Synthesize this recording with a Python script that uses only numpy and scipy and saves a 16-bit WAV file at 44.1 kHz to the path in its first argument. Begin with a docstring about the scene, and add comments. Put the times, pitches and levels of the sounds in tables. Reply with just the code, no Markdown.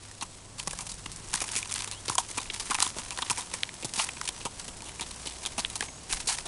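"""A horse walks past on a gravel lane. Each hoof lands, rolls and lifts in several short crunches:
stones crack, the hollow hoof rings, the ground thuds and grit sprays. Loose gravel trickles between
the steps and swells where a hoof drags. Behind it: leaves, light wind on the microphone, a far rumble,
two low hums, a faint whine and a bird."""
import sys
import numpy as np
from scipy import signal
from scipy.io import wavfile
from scipy.ndimage import uniform_filter1d

SR = 44100
rng = np.random.default_rng(int(sys.argv[2]) if len(sys.argv) > 2 else 0)


def transcribe(signal):
    """Save signal, clipped to [-1, 1], as a 16-bit WAV file at the path in sys.argv[1]."""
    frames = np.atleast_2d(signal).T
    limited = np.clip(frames, -1, 1)
    pcm = np.round(limited * 32767).astype(np.int16)
    wavfile.write(sys.argv[1], SR, pcm)


N = 285371

# loose gravel under the moving legs: t/s, grit level/dB
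TRICKLE_LEVEL = [(0.0, -50), (0.52, -60.5), (0.7, -46), (1.15, -52.5), (1.4, -41), (1.85, -54), (2.25, -43),
                 (2.61, -46.5), (2.72, -41), (3.03, -46.5), (3.33, -41), (3.66, -50.5), (4.11, -47),
                 (4.79, -50.5), (5.73, -45.5), (5.9, -53), (6.13, -56.5), (6.29, -43), (6.47, -48)]


def crunches():
    """Each crunch is a crack plus a burst of grains that drives hoof, stones, grit and ground."""
    # hoof contacts: t/s, crack/dB p-p, hoof/dB, stones/dB, stone f/Hz, grit/dB, ground/dB, length/ms
    contacts = [(0.1125, -28, -54, -46, 1880, -41, -71, 2.5), (0.2102, -16, -38, -31.5, 4100, -37, -61, 12),
                (0.2216, -25, -28.5, -32, 2700, -28, -37.5, 12.6),
                (0.5805, -29, -40, -35, 4570, -32, -62, 35),
                (0.5965, -9.5, -45, -30.5, 3380, -37, -61, 4.6), (0.628, -26, -55, -45, 3500, -42, -60, 3),
                (0.6734, -9, -29, -32.5, 2180, -25, -30, 7.3),
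                (0.73, -24, -37.5, -39, 1640, -32.5, -39, 6.2), (0.7882, -9, -35, -39, 2340, -36, -50, 15),
                (0.8072, -12, -38, -42, 2790, -30, -56, 22), (0.8665, -16, -48, -43.5, 2600, -41, -66, 4.7),
                (0.89, -21, -46, -36.5, 4500, -31, -66, 19), (0.917, -25, -64, -50, 3970, -33, -63, 11),
                (1.059, -22, -36.5, -31.5, 2590, -35.5, -37.5, 5.8),
                (1.1164, -14, -52, -44, 4450, -35.5, -62, 23),
                (1.1606, -30, -56, -55, 4300, -35.5, -55, 2.1), (1.331, -14, -35, -37, 2460, -33, -56, 5),
                (1.339, 1.5, -29.5, -29, 1610, -24.5, -37, 6), (1.3565, -15, -45, -50, 3500, -26, -53, 2.8),
                (1.4037, -5.5, -43, -33, 2600, -34, -58, 11),
                (1.4146, -10, -31.5, -30, 2530, -23, -33.5, 13.5),
                (1.4386, -25, -36, -36, 2510, -30, -54, 8), (1.489, -26, -58, -33.5, 1780, -35, -45, 1.7),
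                (1.5526, -25, -44, -30, 2360, -28, -40, 3.6),
                (1.5623, -2, -46, -27.5, 2500, -19.5, -39, 30),
                (1.6273, -30, -56, -29.5, 2520, -34, -49, 2.7), (1.711, -13, -40, -34.5, 3100, -34, -62, 6),
                (1.725, -10, -56, -38, 2300, -36, -56, 2.3), (1.7486, -16, -44, -33, 4180, -51, -53, 12),
                (1.758, -9, -44, -36.5, 1710, -32, -54, 9.6), (1.7903, -10, -50, -34.5, 4050, -43, -47, 11),
                (1.8208, -8, -39, -36, 2680, -39, -54, 4), (1.8436, -24, -40, -34, 2370, -31, -65, 2.2),
                (1.8737, -29, -39.5, -35, 3570, -32.5, -40, 10),
                (1.9131, -6.5, -40, -34.5, 4060, -34, -60, 28), (2.0808, -6, -37, -26, 4800, -37, -33, 12),
                (2.0967, -3, -23.5, -44, 2840, -27, -28, 4.8), (2.1165, -25, -33, -49, 2280, -37, -44, 7.6),
                (2.153, -16, -30.5, -54, 4340, -24, -60, 1.4),
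                (2.181, -1, -16.5, -22, 3180, -18.5, -36.5, 6.2),
                (2.191, -25, -36, -37, 3350, -25, -50, 18), (2.3015, -23, -48, -55, 3260, -35, -44, 4.4),
                (2.371, -19, -30, -46, 2900, -27.5, -33, 18), (2.381, -13, -33.5, -27, 2500, -39, -42, 8.2),
                (2.4136, -18, -42, -40, 3230, -45, -56, 11), (2.4555, -35, -53, -42, 2460, -55, -56, 2.6),
                (2.4988, -32, -61, -25.5, 3200, -53, -41, 5.8),
                (2.5417, -8.5, -58, -35, 2700, -53, -54, 11), (2.5462, -10, -57, -46, 2700, -45, -52, 3),
                (2.5976, -7, -35.5, -30, 4700, -28, -45, 21), (2.6987, -20, -35, -29, 2330, -30, -32.5, 13),
                (2.708, -2.5, -20, -26, 1580, -28, -35.5, 14),
                (2.7447, -2, -24.5, -24, 2510, -24, -41, 13.4),
                (2.7852, -28, -28, -33, 2010, -52, -41, 1.7), (2.8028, 2.5, -30, -35, 3970, -34, -40, 22),
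                (2.8238, 2, -22.5, -22, 3930, -15.5, -41, 6.3), (2.864, -25, -28, -29, 3540, -47, -36, 3.1),
                (2.964, -31, -37.5, -44, 2550, -35, -33, 14),
                (2.9846, -8.5, -34.5, -35, 2640, -31.5, -37, 20),
                (3.1063, -7, -34.5, -32.5, 2570, -37, -54, 23), (3.174, -22, -37, -33, 3050, -35, -48, 1.8),
                (3.1868, -10, -30.5, -28.5, 1770, -44, -38, 4.6),
                (3.2206, -7, -26, -23.5, 3600, -38, -40, 9.5),
                (3.2984, -1.5, -28.5, -24, 2480, -28, -35.5, 8.1),
                (3.3077, -2.5, -23, -43, 3320, -20, -32.5, 11),
                (3.3727, -21, -42, -33, 2260, -34, -48, 3.6),
                (3.3793, -10, -29.5, -39, 2240, -30, -40.5, 16), (3.393, -24, -39, -45, 2500, -36, -50, 3),
                (3.4072, -22, -45, -38, 3640, -34, -56, 4.5), (3.5137, -28, -44, -42, 2770, -49, -50, 3.1),
                (3.5359, -18, -32, -29.5, 2230, -24.5, -36.5, 20),
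                (3.6324, -35, -47, -19, 3500, -33, -45, 2.2),
                (3.6894, -31, -49, -33.5, 2380, -48, -60, 3.3), (3.74, -17, -54, -60, 3260, -38, -52, 4.3),
                (3.8255, -14, -47, -34, 2520, -42, -36.5, 14),
                (3.8452, -15, -37.5, -33, 3860, -25, -28, 15), (3.9368, -6, -48, -41, 2880, -32, -50, 17),
                (3.9589, -10, -40, -45, 3540, -33, -54, 14), (3.976, -12, -31, -25, 4570, -23, -36, 44),
                (3.9906, -7, -21.5, -20.5, 2750, -25.5, -60, 17),
                (4.0884, -13, -38, -27.5, 2500, -38, -41, 4.5), (4.168, -36, -42, -38, 2590, -57, -51, 4.9),
                (4.213, -8.5, -31.5, -30.5, 1830, -35, -61, 2.1),
                (4.2756, -9, -49, -29, 2780, -28, -51, 6.5), (4.288, -4, -36.5, -26.5, 3570, -30, -44, 3.3),
                (4.4517, -8.5, -26, -31.5, 2940, -27.5, -28.5, 17),
                (4.6799, -15, -42, -37, 3020, -35.5, -41, 13), (4.805, -22, -52, -43, 2390, -52, -52, 3.7),
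                (4.8206, -15.5, -42, -51, 4400, -55, -47, 6.5),
                (4.858, -32, -43, -37, 3020, -35.5, -51, 48), (4.8917, -21, -50, -39, 2340, -41, -57, 3.4),
                (4.995, -20, -38, -32, 2440, -38, -44, 5.9), (5.009, -6, -31.5, -28, 3700, -30.5, -39, 23),
                (5.1096, -21, -51, -42, 4300, -40, -61, 5.6), (5.2555, -18, -40, -30, 4530, -33, -38.5, 33),
                (5.2701, -11, -49, -30.5, 3040, -35, -40, 9),
                (5.4515, -14, -43, -30.5, 3700, -47, -52, 3.2),
                (5.4603, -4, -37, -26.5, 3400, -29, -43, 13),
                (5.5792, -21, -24, -28.5, 2730, -25, -32, 16.5),
                (5.5901, -13, -35, -26.5, 4500, -25.5, -36, 18.5),
                (5.6476, -30, -49, -20.5, 3500, -45, -56, 2.7),
                (5.6997, -16, -59, -42, 3940, -35, -47, 4.1),
                (5.7555, -7.5, -35.5, -33, 4310, -27.5, -50, 9.2),
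                (5.8068, -6.5, -38, -24, 1670, -31.5, -39, 2.5),
                (5.824, -25, -31, -29.5, 2360, -46, -37, 4.7),
                (5.8835, -36, -48, -37.5, 2200, -55, -47, 4.8), (6.1005, -31, -45, -32, 2500, -33, -41, 29),
                (6.126, -3, -29, -33, 4360, -28, -53, 6.8), (6.272, -8, -57, -28, 4140, -20.5, -39, 14),
                (6.2845, -7, -27, -22.5, 4530, -21, -48, 23),
                (6.4542, -27, -32.5, -34, 3700, -31.5, -41, 22)]
    # hoof pitch, lower as the horse turns away: t/s, f/Hz
    hoof_track = [(0, 957), (3, 990), (6.47, 843)]
    # heavier thuds are deeper: ground level/dB, f/Hz
    thud_pitch = [(-34, 288), (-30, 134)]
    # ground resonances: f/Hz, width/Hz, gain/dB
    ground_modes = [(143, 73, -43), (300, 460, -11.5)]
    size, window = 5000, SR // 400  # levels but the crack's: energy as rms over 2.5 ms
    rise_s, push_s = 0.00072, 0.0061
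    t, out = np.arange(size) / SR, np.zeros(N + size)
    rows = np.vstack([contacts, small_crunches()])
    rubs = grains((len(rows), size), spread_db=4.0)
    hoof_pitch = np.interp(rows[:, 0], *np.transpose(hoof_track))
    hoof_pitch *= np.exp(0.022 * rng.standard_normal(len(rows)))
    ground_pitch = np.interp(rows[:, 6], *np.transpose(thud_pitch))
    ground_pitch *= np.exp(0.34 * rng.standard_normal(len(rows)))
    crack = ring(signal.unit_impulse(size, 40), [(6540, 8700, 0)])
    for row, rub, hoof_hz, ground_hz in zip(rows, rubs, hoof_pitch, ground_pitch):
        start_s, crack_db, hoof_db, stones_db, stone_hz, grit_db, ground_db, length_ms = row
        length_s = length_ms / 1000
        shift = np.exp(-(t / length_s) ** 3)
        settle = .13 * np.exp(-t / (2.4 * length_s))
        burst = rub * (1 - np.exp(-t / rise_s)) * (shift + settle)
        # one stone rings among its neighbours
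        stones = band(ring(burst, [(stone_hz, .16 * stone_hz, 0), (2800, 2500, -11)]), 1400, 4400)
        push = burst * np.exp(-t / push_s)  # the hoof loads the ground only at the start
        ground = band(ring(push, [(ground_hz, 0.32 * ground_hz, 0)] + ground_modes), 75, 587)
        i = int(start_s * SR)
        out[i:i + size] += (undb(crack_db) * crack / np.ptp(crack)
                            + undb(hoof_db) * unit(hoof_ring(burst, hoof_hz), window)
                            + undb(stones_db) * unit(stones, window)
                            + undb(grit_db) * unit(grit(burst), window)
                            + undb(ground_db) * unit(ground, window))
    return out[:N]


def small_crunches(count=12):
    """Rows of weak random contacts, more frequent where the trickle is thick."""
    # mean levels: crack/dB, hoof/dB, stones/dB, grit/dB, ground/dB
    mean_db = (-33, -51, -38, -42, -49.5)
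    share = np.cumsum(undb(curve(TRICKLE_LEVEL)[0]))
    jitter, pitch_draw, length_draw = rng.random((count, 3)).T
    start_s = np.interp((np.arange(count) + jitter) / count, share / share[-1], np.arange(N) / SR)
    crack_db, hoof_db, stones_db, grit_db, ground_db = (mean_db + .5 * rng.standard_normal((count, 5))).T
    stone_hz = np.interp(pitch_draw, (0, 1), (1720, 4400))
    length_ms = np.interp(length_draw, (0, 1), (4.4, 15))
    return np.transpose([start_s, crack_db, hoof_db, stones_db, stone_hz, grit_db, ground_db, length_ms])


def hoof_ring(drive, hz):
    """The hollow hoof wall rings near 1 kHz and hardly radiates below."""
    # wall modes: f/hoof pitch, width/hoof pitch, gain/dB
    wall_modes = [(1, .14, 6), (.82, .15, -1), (1.18, .18, -47)]
    modes = [(ratio * hz, width * hz, db) for ratio, width, db in wall_modes]
    return band(ring(drive, modes), .79 * hz, 1400)


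def grit(drive):
    """The finest stones hiss in the treble only."""
    # grit resonances: f/Hz, width/Hz, gain/dB
    grit_modes = [(6200, 6300, 21), (8820, 1180, 17), (9500, 4400, -51)]
    return band(ring(drive, grit_modes), 5120, 11400)


def grains(shape, spread_db):
    """Dense clicks of rubbing stones, a few larger, capped at the biggest stone."""
    return rng.standard_normal(shape) * undb(spread_db * np.minimum(rng.exponential(size=shape), 7))


def trickle():
    """Small stones patter throughout and swell to a dense crunch where a hoof drags."""
    # hoof drags: centre t/s, grit level/dB, half length/ms
    scuffs = [(1.356, -39, 10), (1.571, -39.5, 46), (1.8, -43.5, 117), (2.12, -41, 30), (2.84, -38, 40),
              (3.322, -45, 21), (3.976, -38.5, 26), (4.018, -36.5, 32), (4.249, -41.5, 16),
              (4.609, -45, 15), (5.83, -42, 27), (6.136, -35, 36), (6.2, -40.5, 16), (6.299, -35, 14),
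              (6.327, -38.5, 19.6), (6.385, -50.5, 8.9)]
    t_ms = np.arange(N) / SR * 1000
    drag = sum(undb(db) * np.exp(-((t_ms - 1000 * s) / half_ms) ** 2) for s, db, half_ms in scuffs)
    patter = undb(curve(TRICKLE_LEVEL)[0])
    # separate clicks, shared spurts
    fine, coarse = grains((2, N), spread_db=4.2) * undb(3.5 * walk(220))
    return ((patter + drag) * unit(grit(fine))
            + undb(-3) * (patter + drag) * unit(band(coarse, 1500, 5760))
            + (undb(-11) * patter + undb(-11.5) * drag) * unit(hoof_ring(coarse, hz=952)))


def leaves():
    """Distant foliage and air: half-octave bands that swell together and flicker alone."""
    # foliage spectrum: f/Hz, relative density/dB
    spectrum = [(24, -31), (40, -15), (87, 4.5), (556, -5.5), (849, -3.5), (1800, -15.5), (2560, -13.5),
                (3910, -12.5), (9110, -10), (10300, -13), (11000, -21), (14300, -53), (22000, -120)]
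    # foliage level: t/s, level/dB
    level = [(0, -51), (.5, -51), (1.2, -48.5), (6.47, -47)]
    out, swell_db = 0, 0.18 * walk(0.11)
    points_hz, points_db = np.transpose(spectrum)
    for hz in 45 * 2 ** np.arange(0, 8.1, .5):
        mode = [(hz, hz / 2, 0)]
        rustle = ring(ring(rng.standard_normal(N), mode), mode)
        band_db = np.interp(np.log(hz), np.log(points_hz), points_db)
        out = out + rustle * undb(band_db + swell_db + walk(8))
    return unit(out) * undb(curve(level)[0])


def wind():
    """Slow buffeting at the microphone port."""
    # gusts: t/s, level/dB
    level = [(0.0, -58), (0.45, -55), (1.1, -48.5), (1.25, -55.5), (2.4, -56), (2.5, -43), (2.62, -45.5),
             (2.8, -56), (4.05, -56), (5.7, -54), (6.04, -61), (6.16, -44), (6.31, -56), (6.47, -56)]
    buffet = band(rng.standard_normal(N), 10, 48) * undb(2 * walk(10))
    return unit(buffet) * undb(curve(level)[0])


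def rumble():
    """A far, uneven rumble."""
    # rumble swells: t/s, level/dB
    level = [(.2, -85), (.5, -55), (1.3, -56.5), (1.7, -77), (5.6, -79), (6.2, -57)]
    noise = band(rng.standard_normal(N), 127, 189) * undb(3.0 * walk(6.9))
    return unit(noise) * undb(curve(level)[0])


def hums(upper_hz=102.3, lower_hz=61.0):
    """Two low hums that trade places in level."""
    # hum levels: t/s, upper/dB, lower/dB
    levels = [(0.0, -56, -66), (2.03, -53.5, -60), (2.6, -57.5, -59), (4.58, -63, -60), (5.37, -68, -51),
              (5.73, -55.5, -56.5), (6.47, -80, -58)]
    return sum(undb(db) * tone(hz, waver_hz=1.515, flutter_db=-0.5)
               for hz, db in zip((upper_hz, lower_hz), curve(levels)))


def whine():
    """A thin, high whine."""
    # whine level: t/s, level/dB
    level = [(0, -69), (3.4, -67), (3.8, -63), (6.47, -63)]
    return undb(curve(level)[0]) * tone(hz=7881, waver_hz=8, flutter_db=2.5)


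def bird():
    """Faint, hoarse notes; each swells and fades as it slides up."""
    # notes: t/s, length/s, level/dB, start f/Hz, end f/Hz
    notes = [(1.89, .11, -54, 2200, 3450), (4.33, .075, -56, 5950, 6000), (5.84, .17, -54, 6450, 6750),
             (6.34, .09, -55, 6450, 6500)]
    t, gain, hz = np.arange(N) / SR, np.zeros(N), np.zeros(N)
    for start_s, length_s, db, start_hz, end_hz in notes:
        along = np.clip((t - start_s) / length_s, 0, 1)
        gain += undb(db) * np.sqrt(np.abs(np.sin(np.pi * along))) * (along < 1)
        hz = np.where(t >= start_s, start_hz + along * (end_hz - start_hz), hz)
    rasp = walk(450)
    return gain * rasp * tone(hz, waver_hz=20, flutter_db=1.5)


def tone(hz, waver_hz, flutter_db):
    """Sine with wavering pitch and level; rms near 1."""
    phase = 2 * np.pi * np.cumsum(hz + waver_hz * walk(4.8)) / SR
    return np.sqrt(2) * np.sin(phase) * undb(flutter_db * walk(10))


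def walk(rate_hz):
    """Random steps at rate_hz, smoothed twice; spread near 1."""
    hold = int(SR / rate_hz)
    steps = np.repeat(rng.standard_normal(N // hold + 1), hold)
    return 1.5 * uniform_filter1d(uniform_filter1d(steps, hold), hold)[:N]


def ring(x, modes):
    """Sum of resonances: f/Hz, width/Hz, gain/dB."""
    return sum(undb(db) * signal.lfilter(*signal.iirpeak(hz, hz / width_hz, fs=SR), x)
               for hz, width_hz, db in modes)


def band(x, lo_hz, hi_hz):
    """Butterworth band-pass."""
    return signal.sosfilt(signal.butter(3, (lo_hz, hi_hz), "band", fs=SR, output="sos"), x)


def curve(table):
    """Value columns of a (t/s, value, ..) table, interpolated per sample."""
    times_s, *columns = np.transpose(table)
    return [np.interp(np.arange(N) / SR, times_s, column) for column in columns]


def unit(x, size=None):
    """Scale to rms 1, or to the energy of `size` samples at rms 1."""
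    return x / np.sqrt(np.sum(x ** 2) / (size or len(x)))


def undb(db):
    """dB to gain."""
    return 10 ** (np.asarray(db) / 20)


def scene():
    """Hooves, gravel and surroundings; mono."""
    return (crunches() + trickle() + leaves() + wind() + rumble() + hums() + whine() + bird())[None]


def record(dry, top_hz=11080):
    """The camera cuts the top steeply."""
    return signal.sosfilt(signal.ellip(12, .5, 85, top_hz, fs=SR, output="sos"), dry)


dry = scene()
out = record(dry)
transcribe(out)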